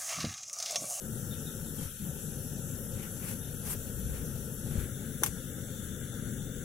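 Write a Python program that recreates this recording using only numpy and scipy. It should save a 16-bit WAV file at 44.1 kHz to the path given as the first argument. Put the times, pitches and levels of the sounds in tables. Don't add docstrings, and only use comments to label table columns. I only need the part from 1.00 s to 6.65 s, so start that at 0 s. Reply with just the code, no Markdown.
import sys
import numpy as np
from scipy import signal
from scipy.io import wavfile
from scipy.ndimage import uniform_filter1d

SR = 44100
rng = np.random.default_rng(int(sys.argv[2]) if len(sys.argv) > 2 else 0)


def output_pcm(signal):
    pcm = np.clip(np.atleast_2d(signal).T, -1, 1) * 32767
    wavfile.write(sys.argv[1], SR, np.round(pcm).astype(np.int16))


def rack_gain(trim_db):
    fader = np.asarray(trim_db, float)
    return 10 ** (fader / 20)


N = 249066


def seconds():
    return np.arange(N) / SR


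def rms_one(x):
    return x / np.sqrt(np.mean(x ** 2) + 1e-20)


def drift(rate_hz):
    r = np.exp(-80 * np.pi * rate_hz / SR)
    slow = signal.lfilter([1], [1, -2 * r, r * r], rng.standard_normal(N // 40 + 2002))[2000:]
    return np.interp(np.arange(N) / 40, np.arange(len(slow)), rms_one(slow))


def pair(alike):
    mid, side = rng.standard_normal((2, N))
    return np.sqrt((1 + alike) / 2) * mid + np.sqrt((1 - alike) / 2) * side * [[1], [-1]]


def band(x, low_hz, high_hz):
    edges = [low_hz, min(high_hz, 0.45 * SR)]
    return signal.sosfilt(signal.butter(2, edges, "band", fs=SR, output="sos"), x)


def coloured(spectrum, alike, patchy_db, rate_hz):
    hz, db = np.transpose(spectrum)
    edges = hz[0] * 2 ** np.arange(0, np.log2(hz[-1] / hz[0]) + 0.1, 1 / 4)
    white = [pair(alike), pair(alike)]
    together, out = drift(rate_hz), 0
    for k, (low, high) in enumerate(zip(edges, edges[1:])):
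        level_db = np.interp(np.log(low * high) / 2, np.log(hz), db)
        flicker_db = patchy_db * (together + 0.82 * drift(rate_hz / 2))
        out = out + rack_gain(level_db + flicker_db) * band(white[k % 2], low, high)
    return rms_one(out)


def ring(clicks, hz, t60):
    r = rack_gain(-60 / (t60 * SR))
    w = 2 * np.pi * hz / SR
    return signal.lfilter([0, np.sin(w)], [1, -2 * r * np.cos(w), r * r], clicks + 1e-18)


def pot_cover():
    # t/s, share covered/0-1
    cover = [
        (0, 0.02),
        (3.6, 0.05),
        (3.95, 0.64),
        (4.3, 0.43),
        (5.65, 0.97),
    ]
    t, share = np.transpose(cover)
    return np.interp(seconds(), t, share)


def gusts():
    moving_air = [
        (1.945, 0.058, -37, 4),
        (2.7, 0.53, -49, -1.1),
        (3.14, 0.41, -35, 1),
        (3.77, 0.27, -36, 4),
        (5.4, 1, -49.5, 0.85),
    ]
    centre, length, port_db, flame_db = np.transpose(moving_air)
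    swells = np.exp(-(2 * (seconds() - centre[:, None]) / length[:, None]) ** 2)
    return swells, port_db, flame_db


def flame():
    starved_s, catches_s, upper_lag_s = 0.833, 1, 0.05
    t, share, edge = seconds(), pot_cover(), SR // 100
    since = t - starved_s
    upper_back = t >= catches_s + upper_lag_s
    lower = (since > 0) * (t < catches_s) * (-6.5 - 36 * since)     # drops, then sinks by dB/s
    upper = (since > 0) * ~upper_back * np.maximum(-68 * since, -6)
    late = 1.0 * (t > catches_s - 0.03) * ~upper_back
    swells, _, flame_db = gusts()
    roar_db = -40 + flame_db @ swells + uniform_filter1d(lower, size=edge)
    upper_db = -40.5 - 6.5 * share + uniform_filter1d(upper, size=edge)
    middle_db = -16 * uniform_filter1d(late, size=edge)
    hiss_db = -44 - 3 * share
    return roar_db, middle_db, upper_db - roar_db, hiss_db


def roar(level_db, middle_db, upper_db):
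    # f/Hz, level/dB per Hz
    spectrum = [(24, -53), (45, -10), (103, -3), (140, 0.5), (182, -5.5), (220, -3), (303, -15.5),
                (519, -16), (665, -43), (737, -24.5), (804, -29), (865, -29.5), (1080, -45.5), (1300, -39),
                (1690, -33.5), (2860, -120)]
    # t/s, level/dB, f/Hz
    sudden = [
        (0.8174, -23, 157),
        (0.856, -30, 90),
        (1.0222, -27, 168),
        (1.946, -52, 90),
        (3.776, -24, 72),
        (3.812, -30, 61.3),
    ]
    body = coloured(spectrum, alike=0.97, patchy_db=1.0, rate_hz=31.0)
    upper = signal.sosfilt(signal.butter(4, 620, "high", fs=SR, output="sos"), body)
    lower = signal.sosfilt(signal.butter(4, 620, "low", fs=SR, output="sos"), body)
    lower = lower + (rack_gain(middle_db) - 1) * band(lower, 280, 950)
    click = 1.0 * (np.arange(SR // 4) == 0)
    puffs = np.zeros(N)
    for s, db, hz in sudden:
        puffs[round(s * SR):][:SR // 4] -= rack_gain(db) * ring(click, hz, 9.1 / hz)
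    puffs = signal.sosfilt(signal.butter(2, 350, fs=SR, output="sos"), puffs)
    burning = rack_gain(level_db) * (lower + rack_gain(upper_db) * upper)
    return rack_gain([[2.5], [-4.5]]) * (burning + puffs)


def jet(resonances, alike):
    white, out = [pair(alike), pair(alike)], 0
    for k, (hz, width, left_db, right_db) in enumerate(resonances):
        peak = band(white[k % 2], hz - width / 2, hz + width / 2)
        out = out + rack_gain([[left_db], [right_db]] + 1.24 * drift(7.0)) * peak
    return out


def hiss(level_db):
    # f/Hz, width/Hz, left level/dB, right level/dB
    in_the_open = [(1428, 240, 1, -7.5), (1710, 480, -10.5, -13), (3133, 1404, -8.5, -14.5),
                   (3830, 1310, -11, -15), (4260, 410, -15, -16.5), (5525, 390, -3.5, -9),
                   (6105, 520, -1, -4.5), (7540, 1190, 1, -5), (8540, 440, -4, -10), (9620, 1600, -1, -13),
                   (10590, 530, -4, 1.5), (11050, 446, 9.5, -7.5), (11870, 1100, -5.5, -6),
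                   (12600, 260, -6.5, -28), (14030, 970, 2, -2.5), (15550, 950, -7.5, -9.5)]
    # f/Hz, width/Hz, left level/dB, right level/dB
    under_pot = [(1510, 326, 5.5, -4), (1980, 717, -10, -9.5), (3020, 570, -5.5, -10.5),
                 (3520, 270, 2.5, -5.5), (4350, 650, -8, -10.5), (6034, 560, -2, -5.5),
                 (6990, 840, -4.5, -5.5), (7670, 680, 1, -2), (8520, 3600, -2, -24), (9220, 290, -5.5, -36),
                 (10650, 740, 5.5, -2), (12400, 600, -17.5, -29), (13300, 550, -1, -15),
                 (14000, 1000, -5, -4.5), (16200, 1800, 0, -16.5)]
    share = pot_cover()
    free = np.sqrt(1 - share) * rms_one(jet(in_the_open, 0.34))
    shaded = np.sqrt(share) * rack_gain(1.0) * rms_one(jet(under_pot, 0.39))
    return rack_gain(level_db) * (free + shaded)


def hum():
    phase = 2 * np.pi * np.cumsum(25 + 1.86 * drift(2.8)) / SR
    level_db = -55.5 + np.array([[2.5], [-4.5]]) + 2.2 * drift(5.6)
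    return rack_gain(level_db) * np.sqrt(2) * np.sin(phase)


def breeze():
    lumps = band(pair(0.63), 31.4, 95) * rack_gain(1.7 * drift(25.0))
    swells, port_db, _ = gusts()
    level = rack_gain(-54) + rack_gain(port_db) @ swells
    return level * rack_gain([[-1.5], [-8.5]]) * rms_one(lumps)


def bird():
    # t/s, length/s, start f/Hz, end f/Hz, level/dB
    chirps = [
        (0.308, 0.057, 3664, 3490, -51.5),
        (0.46, 0.06, 3780, 3390, -51.5),
        (0.661, 0.054, 3670, 3410, -58),
        (0.783, 0.033, 3250, 3130, -53.5),
        (0.91, 0.023, 3214, 3180, -57),
        (1.041, 0.032, 3120, 3100, -59.5),
        (2.407, 0.078, 3700, 3520, -57),
    ]
    t, out = seconds(), np.zeros(N)
    hoarse = 1 + 0.41 * rms_one(band(rng.standard_normal(N), 47, 290))
    for s, length, start_hz, end_hz, level_db in chirps:
        u = np.clip((t - s) / length, 0, 1)
        phase = 2 * np.pi * np.cumsum(start_hz + (end_hz - start_hz) * u) / SR
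        out += rack_gain(level_db) * np.sin(np.pi * u ** 0.42) * np.sin(phase) * hoarse
    scatter = rng.standard_normal((2, 6000)) * rack_gain(-60 * np.arange(6000) / SR / 0.34)
    smeared = signal.fftconvolve(out[None], scatter)[:, :N]
    return out * rack_gain([[2.5], [-4]]) + rack_gain(-30.5) * smeared


def wipes():
    # f/Hz, level/dB per Hz
    spectrum = [(470, -71), (800, -8), (942, -14.5), (1460, -12), (1880, -14), (1970, -13), (2440, -15),
                (4510, -20), (11400, -6), (16000, -18)]
    strokes = [
        (0.837, 0.13, -50.5, 0.5),
        (2.043, 0.14, -44.5, -1),
        (2.305, 0.12, -38.5, -0.5),
        (2.703, 0.096, -39, 0.21),
        (3.171, 0.13, -44.5, -11),
        (3.797, 0.18, -43, -1),
    ]
    noise = coloured(spectrum, alike=0.074, patchy_db=2.0, rate_hz=20.0)
    noise = noise * rack_gain(1.3 * drift(360.0))
    dull = band(noise, 1100, 3900)
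    t, out = seconds(), 0
    for centre, length, level_db, outer_steps in strokes:
        steepness = np.where(t < centre, 1.6, 2.4)
        power = np.where(t < centre, 2.1, 4.0)
        swell = np.exp(-np.abs(steepness * (t - centre) / length) ** power)
        out = out + rack_gain(level_db) * swell * (rack_gain(6.2 * outer_steps) * (noise - dull) + dull)
    return out * rack_gain([[2.2], [-2.8]])


def pot():
    # t/s, ring level/dB, grit level/dB, thud level/dB, thud f/Hz
    touches = [
        (4.2225, -60, -55, -19.5, 446),
        (4.2316, -40, -41, -17.5, 1117),
        (4.2348, -14, -19, -22, 1420),
        (4.2617, -26, -23.5, -35, 1100),
    ]
    # f/Hz, level/dB, t60/s
    modes = [(1510, -3, 0.019), (2850, -16, 0.014), (3460, -7, 0.022), (5860, -11, 0.037),
             (6140, -3, 0.068), (7000, -8, 0.02), (7700, -26, 0.015), (9370, 6.5, 0.0092),
             (9780, 1.5, 0.046), (11460, 6, 0.014), (12600, -16, 0.024), (13600, -18, .03),
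             (14500, -8, 0.034)]
    out, span = np.zeros((2, N)), SR // 4
    click, t = 1.0 * (np.arange(span) == 0), np.arange(span) / SR
    for s, ring_db, grit_db, thud_db, thud_hz in touches:
        thud = ring(click, thud_hz, 0.016) + 0.29 * ring(click, 0.76 * thud_hz, 0.055)
        thud = thud * (1 - np.exp(-t / 0.00097))
        shape = (len(modes), 2, 1)
        strengths = rack_gain(rng.normal(0, 1.4, shape)) * rng.choice([-1, 1], shape)
        metal = 0
        for strength, (hz, db, t60) in zip(strengths, modes):
            metal = metal + strength * rack_gain(db) * ring(click, hz, t60)
        metal = metal * (1 - np.exp(-t / 0.0005)) * (0.3 + 0.9 * np.exp(-t / 0.0018))
        white = rng.standard_normal((2, span))
        grit = band(white, 5200, 14500) + 0.68 * band(white, 700, 4050)
        grit = grit * rack_gain(-60 * t / 0.09)
        touch = rack_gain(ring_db - np.array([[0], [11]])) * metal
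        touch = touch + rack_gain(grit_db - np.array([[0], [5]])) * grit
        touch = touch + rack_gain(thud_db - np.array([[0], [6]])) * thud
        out[:, round(s * SR):][:, :span] += touch
    return out


def scene():
    roar_db, middle_db, upper_db, hiss_db = flame()
    stove = roar(roar_db, middle_db, upper_db) + hiss(hiss_db)
    return stove + hum() + breeze() + bird() + wipes() + pot()


def gate(x):
    # f/Hz, threshold level/dB per Hz
    threshold = [(300, -110), (700, -89), (1100, -95.5), (2200, -92.5), (3500, -92.5), (5000, -91.5),
                 (7000, -86), (9500, -89.5), (12500, -88.5), (14500, -86.5), (15790, -88), (15850, -70)]
    size, lead = 2048, 291
    padded = np.pad(x, ((0, 0), (lead, 0)))
    hz, _, cells = signal.stft(padded, SR, "cosine", size, scaling="psd")
    power = uniform_filter1d(2 * np.abs(cells) ** 2, size=3, axis=1)
    power = 1.085 * power + 0.2 * np.roll(power, 1, axis=2)
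    power = power * rack_gain([[[0]], [[3.0]]])
    kept = power > rack_gain(2 * np.interp(hz, *np.transpose(threshold)))[:, None]
    return signal.istft(cells * kept, SR, "cosine", size, scaling="psd")[1][:, lead:lead + N]


def top_cut(x):
    return signal.sosfilt(signal.butter(12, 16670, fs=SR, output="sos"), x)


def record(dry):
    mix = gate(dry)
    return top_cut(mix)


dry = scene()
out = record(dry)
output_pcm(out)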